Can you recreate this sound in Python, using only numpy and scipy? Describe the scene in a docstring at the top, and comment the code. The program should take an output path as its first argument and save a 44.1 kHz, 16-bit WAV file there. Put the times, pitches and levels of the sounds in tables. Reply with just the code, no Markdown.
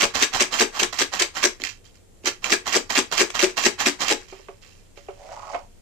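"""Potato chips are shaken in a lidded plastic bowl, in two runs of four to five strokes a second.
On each stroke they patter on the lid, then crash back and thump the bottom: many brief impacts
sum to a crunch, and the landing heap excites the normal modes of the bowl and the air in it.
The sound moves from the lid, on the right, to the bottom, on the left. Put down, the bowl rings with
a few knocks, and friction drives its modes in a short scrape. All is heard close by in a small room."""
import sys
import numpy as np
from scipy import signal
from scipy.fft import rfft, irfft
from scipy.io import wavfile
from scipy.ndimage import uniform_filter1d

SR = 44100
rng = np.random.default_rng(int(sys.argv[2]) if len(sys.argv) > 2 else 0)


def master_out(mix):
    """Clip the mix to full scale and print it as 16-bit PCM to the path in sys.argv[1]."""
    frames = np.transpose(np.atleast_2d(mix))
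    ceiling = np.clip(frames, -1, 1)
    pcm = np.round(ceiling * 32767).astype(np.int16)
    wavfile.write(sys.argv[1], SR, pcm)


N = 256346
TIME = np.arange(N) / SR

# Event levels are relative: each source applies its own overall gain.
# One shake a row: a shower on the lid, a first clump falling back, then the landing of the heap.
# landing_s, crash_db, crash_rise_s, thump_db, low_modes_db,
# lid_lead_s, lid_db, lid_rise_s, clump_lead_s, clump_db
STROKES = [(0.041, -17.5, 0.023, -24.5, -5, 0.056, -21.5, .013, .031, -18),
           (.234, -15, 0.021, -28, 3, 0.079, -20.5, 0.011, 0.04, -25.5),
           (.421, -18, 0.021, -26, -1.5, 0.07, -21, 0.018, 0.016, -16),
           (.622, -16, 0.031, -17, 1, 0.081, -22, 0.02, 0.025, -20),
           (.831, -16, 0.0023, -25, 3, 0.057, -30, 0.033, .034, -17),
           (1.023, -19.5, 0.033, -27, -14, 0.094, -28.5, 0.0028, 0.032, -20.5),
           (1.22, -15, .003, -28.5, -24, 0.078, -24, 0.015, 0.021, -17.5),
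           (1.456, -17, 0.024, -23, -6, 0.082, -26, 0.02, .022, -16.5),
           (2.28, -19.5, 0.019, -28.5, -8, 0.11, -67, 0.014, 0.022, -25.5),
           (2.53, -13.5, .011, -20.5, -4, 0.07, -27, 0.023, 0.03, -23),
           (2.766, -17, 0.029, -21, 1, 0.088, -24, 0.016, .038, -20.5),
           (2.99, -17, 0.031, -22.5, 5, 0.085, -22.5, 0.0075, 0.035, -21),
           (3.216, -16, 0.029, -19.5, -10, 0.09, -21.5, 0.0099, 0.038, -18),
           (3.441, -17, 0.026, -17.5, -5, 0.087, -24, 0.01, .045, -18),
           (3.668, -15.5, .03, -22, 2.5, .088, -20, 0.01, 0.032, -40),
           (3.878, -17, .01, -22.5, 8, 0.071, -21, .015, 0.016, -17),
           (4.121, -19, 0.039, -21.5, -3, 0.1, -21, 0.018, 0.038, -27)]
# Loose chips slipping and settling: crest_s, level_db, fall_s
SETTLING = [(1.612, -40, 0.05), (1.65, -29, 0.031), (1.697, -34.5, 0.019), (1.855, -49.5, 0.036),
            (1.955, -54, 0.028), (2.244, -49, 0.015), (3.306, -38, 0.02), (3.5, -35, 0.019),
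            (4.21, -46, 0.053), (4.29, -46, 0.14), (4.63, -48, 0.12), (4.977, -45, .023), (5.03, -57, 0.54)]
# Spectrum of chips striking the lid: frequency_hz, density_db
LID_SPECTRUM = [(100, -16.5), (230, 0), (420, -2.5), (620, 0), (850, 5.5), (1300, -4), (1650, 1.5),
                (2600, -7), (4500, -6.5), (7400, -3.5), (8400, -17), (9800, -22), (14500, -23.5)]
# Spectrum of chips striking in the bowl: frequency_hz, density_db
CHIP_SPECTRUM = [(100, -28.5), (300, -6.5), (550, -6.5), (800, -1), (1300, -5), (1650, 1), (2500, 0),
                 (4000, -4.5), (5500, -0.5), (7500, 0), (8500, -17.5), (10000, -19.5), (14500, -21)]
# Modes of the hand-held bowl and its air: frequency_hz, level_db, t60_s
HELD_MODES = [(205, -13, 0.0082), (249, -11, 0.23), (288, -4, 0.11), (363.7, 4.5, 0.07),
              (371.4, -10.5, 0.34), (406.2, -1.5, 0.081), (459.2, -11, 0.3), (568, -8, 0.13),
              (685, -12, 0.11), (833, -9.5, 0.11)]
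# Jolts of the bowl as the shaking stops and starts: start_s, peak_db
JOLTS = [(1.601, -34.5), (1.626, -32.5), (2.242, -30)]
# Air fanned by the first, widest shakes: crest_s, level_db
PUFFS = [(.05, -41), (.163, -41), (.22, -50), (.36, -39)]
# Single chips snapping against the wall: start_s, peak_db
SNAPS = [(0.1515, -20), (0.2273, -2), (0.6173, -11), (.8295, -5), (1.019, -3), (1.22, -7), (1.601, -21),
         (1.6186, -14), (1.638, -5), (1.6498, -7.5), (1.6719, -12.5), (1.6935, -16), (2.2588, -10),
         (2.4434, -0.5), (2.905, -7), (2.962, -8), (3.215, -14), (3.3034, -11), (3.5765, -17),
         (3.8632, -5.5), (4.0837, -2)]
# Modes of the bowl touching the table: frequency_hz, level_db, t60_s
RESTING_MODES = [(383, -2, 0.12), (430, -4.5, 0.07), (569, -14, 0.23), (697, -6, 0.14), (826, -16.5, 0.13),
                 (950, -15.5, 0.27), (1048, -10, .12), (1160, -14.5, 0.12), (1230, -4.5, 0.1),
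                 (1506, 2.5, 0.12), (2180, 16.5, 0.13)]
# Knocks as the bowl is put down: start_s, level_db, contact_cutoff_hz, pitch_hz
KNOCKS = [(4.325, -30, 6900, 387), (4.394, -41.5, 1200, 400), (4.485, -29.5, 3500, 480),
          (4.974, -35, 7000, 535), (5.085, -23.5, 1260, 502), (5.29, -34.5, 2000, 745),
          (5.533, -23.5, 2000, 820), (5.546, -17.5, 2500, 716)]
# Spectrum of the plastic clack: frequency_hz, density_db
KNOCK_SPECTRUM = [(100, -38), (280, 1), (420, -5), (580, 10), (720, 11), (1000, 2), (1270, 3), (1700, -10),
                  (2400, -2.5), (4000, -20), (7500, -21), (10000, -42)]
# Course of the bowl's slide: time_s, level_db, pitch_hz
SLIDE = [(5.17, -53, 686), (5.202, -44, 610), (5.308, -39, 635), (5.322, -33.5, 683), (5.398, -39, 860),
         (5.472, -38, 880), (5.524, -33.5, 690), (5.546, -33, 692), (5.66, -57, 716)]
# Spectrum of the sliding grit: frequency_hz, density_db
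GRIT_SPECTRUM = [(200, -42), (700, 11), (1400, -1.5), (1900, 0.5), (2400, -2.5), (3500, -10), (7300, -3.5),
                 (10000, -24.5), (15000, -32)]
# Tonal balance between the two listening points: frequency_hz, left_minus_right_db
STEREO_BALANCE = [(100, 2.5), (210, 4.5), (330, 5), (500, 7), (800, 7), (1200, -3), (1700, 0.5), (2700, -5),
                  (4200, -2.5), (6400, -2), (7500, 4), (8500, 19.5), (10500, 4.5), (14000, -6)]
# Spectrum of the background rumble: frequency_hz, density_db
RUMBLE_SPECTRUM = [(12, -25), (20, 5.5), (43, -10.5), (107, -3.5), (130, -22), (163, -13), (285, -19),
                   (485, -17), (527, -21), (873, -28), (1090, -32.5), (5380, -37), (7310, -32),
                   (14700, -47), (16000, -65)]


def from_db(db):
    """Amplitude ratio of a level in decibels."""
    return 10 ** (np.asarray(db) / 20)


def decay(size, t60_s, start_db=0):
    """Exponential damping: an envelope that loses 60 dB in t60_s."""
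    return from_db(start_db - 60 * TIME[:size] / t60_s)


def rms_one(x):
    """Normalisation to unit mean power."""
    return x / np.sqrt(np.mean(x ** 2) + 1e-20)


def through(x, response):
    """Convolution with an impulse response, channel by channel."""
    return signal.fftconvolve(np.atleast_2d(x), np.atleast_2d(response), axes=-1)[:, :x.shape[-1]]


def minimum_phase(spectrum, size=4096):
    """Folding the cepstrum gives the minimum-phase impulse response of a spectrum."""
    hz, db = np.transpose(spectrum)
    grid_hz = np.maximum(np.fft.rfftfreq(size, 1 / SR), 1)
    magnitude = from_db(np.interp(np.log(grid_hz), np.log(hz), db))
    cepstrum = irfft(np.log(magnitude))
    fold = np.r_[1, np.full(size // 2 - 1, 2), 1, np.zeros(size // 2 - 1)]
    return irfft(np.exp(rfft(cepstrum * fold)))


def coloured(x, spectrum):
    """A unit-energy filter shapes a broadband sound and conserves its power."""
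    response = minimum_phase(spectrum)
    return through(x, response / np.linalg.norm(response))


def butterworth(x, hz, kind="low", order=2):
    """Filtering with a maximally flat passband."""
    return signal.sosfilt(signal.butter(order, hz, kind, fs=SR, output="sos"), x)


def diffuse(size, coherent_hz):
    """Diffuse-field noise: left and right are coherent in the bass, independent in the treble."""
    mid, side = rng.standard_normal((2, size))
    side = butterworth(side, coherent_hz, "high", order=1)
    return rms_one(np.array([mid + side, mid - side]))


def evened(x, span_s):
    """Division by the running rms steadies the power and leaves the finer grain."""
    power = uniform_filter1d(np.mean(np.atleast_2d(x) ** 2, axis=0), int(span_s * SR))
    return x / np.sqrt(np.abs(power) + 1e-3 * power.mean())


def swells(crests_s, levels_db, rise_s, fall_s):
    """Incoherent bursts add in power; each has a Gaussian rise and an exponential fall."""
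    power = np.zeros(N)
    for crest_s, db, rise, fall in np.broadcast(crests_s, levels_db, rise_s, fall_s):
        age = TIME - crest_s
        nepers = np.where(age < 0, (age / rise) ** 2, age / fall)
        power += from_db(db) ** 2 * np.exp(-2 * np.minimum(nepers, 20))
    return np.sqrt(power)


def add(track, start_s, sound):
    """Superposition of a short sound on a track."""
    start = int(np.clip(start_s * SR, 0, N - 1))
    track[:, start:start + sound.shape[1]] += sound[:, :N - start]


def contacts(per_s, spread_db):
    """A Poisson train of impulses whose levels have an exponential spread."""
    strengths = from_db(spread_db * np.minimum(rng.exponential(1, N), 4))
    return (rng.random(N) < per_s / SR) * strengths * rng.choice([-1, 1], N)


def chip_tick(crack_t60_s=0.0032, ring_db=-13, echo_db=-27, size=1536):
    """An impact on one chip gives a broadband crack, three damped modes and reflections in the bowl."""
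    crack = diffuse(size, 4500) * decay(size, crack_t60_s)
    centre_hz = np.exp(rng.uniform(np.log(1100), np.log(6500)))  # big chips clack low, crumbs tick high
    crack = crack + from_db(7) * signal.lfilter(*signal.iirpeak(centre_hz, 2, fs=SR), crack)
    modes_hz = np.exp(rng.uniform(np.log(1000), np.log(8000), (3, 1, 1)))
    phases = rng.uniform(0, 2 * np.pi, (3, 2, 1))
    ring = np.sin(2 * np.pi * modes_hz * TIME[:size] + phases).sum(axis=0) * decay(size, 0.015, ring_db)
    echoes = diffuse(size, 600) * decay(size, 0.035, echo_db)
    tick = crack + ring + echoes
    return tick / np.sqrt(np.sum(tick ** 2) / 2)


def crunch(per_s, spread_db, even_s, variants=120):
    """Shot noise: ticks at random instants merge into a steady, grainy stream."""
    ticks = [chip_tick() for _ in range(variants)]
    impulses = contacts(per_s, spread_db)
    out = np.zeros((2, N))
    for at in np.flatnonzero(impulses):
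        add(out, at / SR, impulses[at] * ticks[rng.integers(variants)])
    return evened(out, even_s)


def chips():
    """Collisions add incoherently into showers on the lid, crashes in the bowl and a settling trickle."""
    on_lid = crunch(per_s=1900, spread_db=2.6, even_s=0.012)
    in_bowl = crunch(per_s=1300, spread_db=3.5, even_s=0.012)
    landing_s, crash_db, crash_rise_s = np.transpose(STROKES)[:3]
    lid_lead_s, lid_db, lid_rise_s, clump_lead_s, clump_db = np.transpose(STROKES)[5:]
    slip_s, slip_db, slip_fall_s = np.transpose(SETTLING)
    spray = swells(landing_s - lid_lead_s, lid_db, lid_rise_s, fall_s=0.04)
    slap = swells(landing_s - lid_lead_s, lid_db - 3.5, rise_s=0.003, fall_s=0.006)  # the shower's bulk
    clump = swells(landing_s - clump_lead_s, clump_db, rise_s=0.0047, fall_s=0.019)
    crash = swells(landing_s, crash_db, crash_rise_s, fall_s=0.012)
    settling = swells(slip_s, slip_db - 2.5, rise_s=0.012, fall_s=slip_fall_s)
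    lid_gain = from_db(-0.5) * np.hypot(spray, slap)
    heap_gain = from_db(0.5) * np.hypot(clump, crash) + settling
    return coloured(on_lid * lid_gain, LID_SPECTRUM) + coloured(in_bowl * heap_gain, CHIP_SPECTRUM)


def held_ring(low_modes_db, size=12000):
    """Free vibration of the held bowl: the point of impact sets each mode's strength and phase."""
    ring = np.zeros(size)
    for hz, db, t60_s in HELD_MODES:
        spot_db, phase = rng.normal(0, [2.5, 0.9])
        mode_db = db + spot_db + low_modes_db * (hz < 320)
        ring += decay(size, t60_s, mode_db) * np.sin(2 * np.pi * hz * TIME[:size] + phase)
    ring = butterworth(ring, [205, 1000], "band", order=4)  # a small shell radiates little deep bass
    return ring[None] / np.abs(ring).max()


def taps():
    """Light impulses excite the shell: each shower on the lid, each first clump, each jolt of the hands."""
    out = np.zeros((2, N))
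    for landing_s, *_, lid_lead_s, lid_db, _, clump_lead_s, clump_db in STROKES:
        add(out, landing_s - lid_lead_s, from_db(lid_db - 13) * held_ring(low_modes_db=7.5))
        add(out, landing_s - clump_lead_s, from_db(clump_db - 15) * held_ring(low_modes_db=5))
    for start_s, db in JOLTS:
        add(out, start_s, from_db(db) * held_ring(low_modes_db=3))
    return out


def thumps(lead_s=0.005676):
    """The landing heap drives the bowl's modes with one soft push amid the patter of stragglers."""
    out = np.zeros((2, N))
    stragglers = contacts(per_s=900, spread_db=1.4)
    for landing_s, _, _, thump_db, low_modes_db, *_ in STROKES:
        ring = held_ring(low_modes_db)
        add(out, landing_s - lead_s, from_db(thump_db) * ring)
        patter = evened(through(stragglers, ring), span_s=0.032)
        out += patter * swells(landing_s, thump_db, rise_s=0.014, fall_s=0.016)
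    return from_db(0.5) * out


def puffs(top_hz=95, landing_db=-52, rise_s=0.022, fall_s=0.028):
    """Displaced air arrives as low buffets, strongest on the first shakes and faint at every landing."""
    wide_shakes = swells(*np.transpose(PUFFS), rise_s, fall_s)
    landings = swells(np.transpose(STROKES)[0], landing_db, rise_s, fall_s)
    return rms_one(butterworth(diffuse(N, 40), top_hz)) * np.hypot(wide_shakes, landings)


def snaps():
    """The hardest single impacts stand out of the crunch as separate transients."""
    out = np.zeros((2, N))
    for start_s, db in SNAPS:
        tick = coloured(chip_tick(crack_t60_s=0.0041, ring_db=-12, echo_db=-19), CHIP_SPECTRUM)
        add(out, start_s, from_db(db - 2) * tick / np.abs(tick).max())
    return out


def resting_ring(pitch_hz, focus_db_per_octave, rise_s=0.0006, size=12000):
    """Selective excitation: the bowl on the table rings most in the modes near the struck pitch."""
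    age = TIME[:size]
    ring = np.zeros((2, size))
    for hz, db, t60_s in RESTING_MODES:
        mode_db = db - focus_db_per_octave * abs(np.log2(hz / pitch_hz))
        phases = rng.uniform(0, 2 * np.pi) + rng.uniform(-0.58, 1, (2, 1))  # one for each side
        ring += decay(size, t60_s, mode_db) * np.sin(2 * np.pi * hz * age + phases)
    ring *= 1 - np.exp(-age / rise_s)
    return ring / np.abs(ring).max()


def knocks(size=12000):
    """Impact on the table gives a hollow ring and a clack; a softer contact passes less treble."""
    out = np.zeros((2, N))
    for start_s, db, cutoff_hz, pitch_hz in KNOCKS:
        burst = diffuse(size, 780) * decay(size, t60_s=0.084)
        clack = butterworth(coloured(burst, KNOCK_SPECTRUM), cutoff_hz, order=1)
        ring = resting_ring(pitch_hz, focus_db_per_octave=29.5)
        add(out, start_s, from_db(db) * (from_db(-1) * clack / np.abs(clack).max() + ring))
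    return out


def scrape(width_octaves=0.33):
    """Friction: dense slips set the sliding bowl ringing, and faster sliding rings higher resonances."""
    time_s, db, hz = np.transpose(SLIDE)
    pitch_hz = np.interp(TIME, time_s, hz)
    slips = crunch(per_s=680, spread_db=-1.5, even_s=0.041, variants=48)
    rub = np.zeros((2, N))
    for centre_hz in np.geomspace(400, 1600, 12):
        band = butterworth(slips, [centre_hz / 1.04, centre_hz * 1.04], "band")
        rub += band * np.exp(-0.5 * (np.log2(centre_hz / pitch_hz) / width_octaves) ** 2)
    body = evened(through(slips, resting_ring(635, focus_db_per_octave=34)), span_s=0.035)
    grit = coloured(slips, GRIT_SPECTRUM)
    sound = from_db(1.5) * evened(rub, span_s=0.072) + from_db(-5) * body + from_db(-7) * grit
    return sound * from_db(np.interp(TIME, time_s, db, left=-120, right=-120) - 4)


def lid_to_bottom_pan(rest_db=-8.5, reach_db=13, lead_s=0.037, out_s=0.058, back_s=0.044):
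    """Level difference, left minus right dB: lid showers sound right, landings and their tails left."""
    landing_s, _, _, _, _, lid_lead_s, *_ = np.transpose(STROKES)
    next_shower_s = np.r_[(landing_s - lid_lead_s)[1:], np.inf]
    returns_s = np.minimum(landing_s + 0.16, next_shower_s)
    shares = np.where(np.diff(landing_s, prepend=landing_s[0]) > 0.5, 0.45, 1)  # smaller after a pause
    reach = np.zeros(N)
    for start_s, return_s, share in zip(landing_s - lead_s, returns_s, shares):
        leftward = np.clip((TIME - start_s) / out_s, 0, 1)
        remaining = np.clip((return_s - TIME) / back_s, 0, 1)
        reach += share * (1 - (1 - leftward) ** 2) * remaining ** 2
    return rest_db + reach_db * reach


def bowl_walls(x, pan_db, echo_db=-5, db_per_radian=9, size=2048):
    """Short wall echoes interfere with the direct sound, changing as it moves from lid to bottom."""
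    echoes = rng.standard_normal((2, 2, size)) * decay(size, t60_s=0.03)
    first, second = from_db(echo_db) * echoes / np.linalg.norm(echoes, axis=-1, keepdims=True)
    angle = pan_db / db_per_radian
    reflected = np.cos(angle) * through(x, first) + np.sin(angle) * through(x, second)
    return (x + reflected) / np.sqrt(1 + from_db(echo_db) ** 2)


def room(x, first_echo_s=0.0075, treble_hz=3500, size=22050):
    """Reverberation of a small furnished room: a diffuse tail whose treble dies first."""
    noise = diffuse(size, 400)
    lows = butterworth(noise, treble_hz, order=1)
    tail = lows * decay(size, t60_s=0.21) + (noise - lows) * decay(size, t60_s=0.18)
    tail *= np.clip(TIME[:size] / first_echo_s - 1, 0, 1)
    return through(x, tail / np.sqrt(np.sum(tail ** 2) / 2))


def scene():
    """Bowl, reverberation, fanned air and a low rumble superpose at two close listening points."""
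    pan_db = lid_to_bottom_pan()
    bowl = bowl_walls(chips() + snaps(), pan_db) + thumps() + taps() + knocks() + scrape()
    bowl += from_db(-11) * room(bowl)
    pan_gains = from_db(pan_db * np.array([[0.5], [-0.5]]))
    bowl *= pan_gains / np.sqrt(np.mean(pan_gains ** 2, axis=0))
    sides = [minimum_phase([(hz, side * db / 2) for hz, db in STEREO_BALANCE]) for side in (1, -1)]
    return through(bowl, sides) + puffs() + from_db(-49.5) * coloured(diffuse(N, 60), RUMBLE_SPECTRUM)


def record(dry):
    """Soft saturation rounds the highest peaks, and a steep low-pass cuts above 15.4 kHz."""
    return signal.sosfilt(signal.ellip(10, 0.1, 80, 15400, fs=SR, output="sos"), np.tanh(dry))


dry = scene()
out = record(dry)
master_out(out)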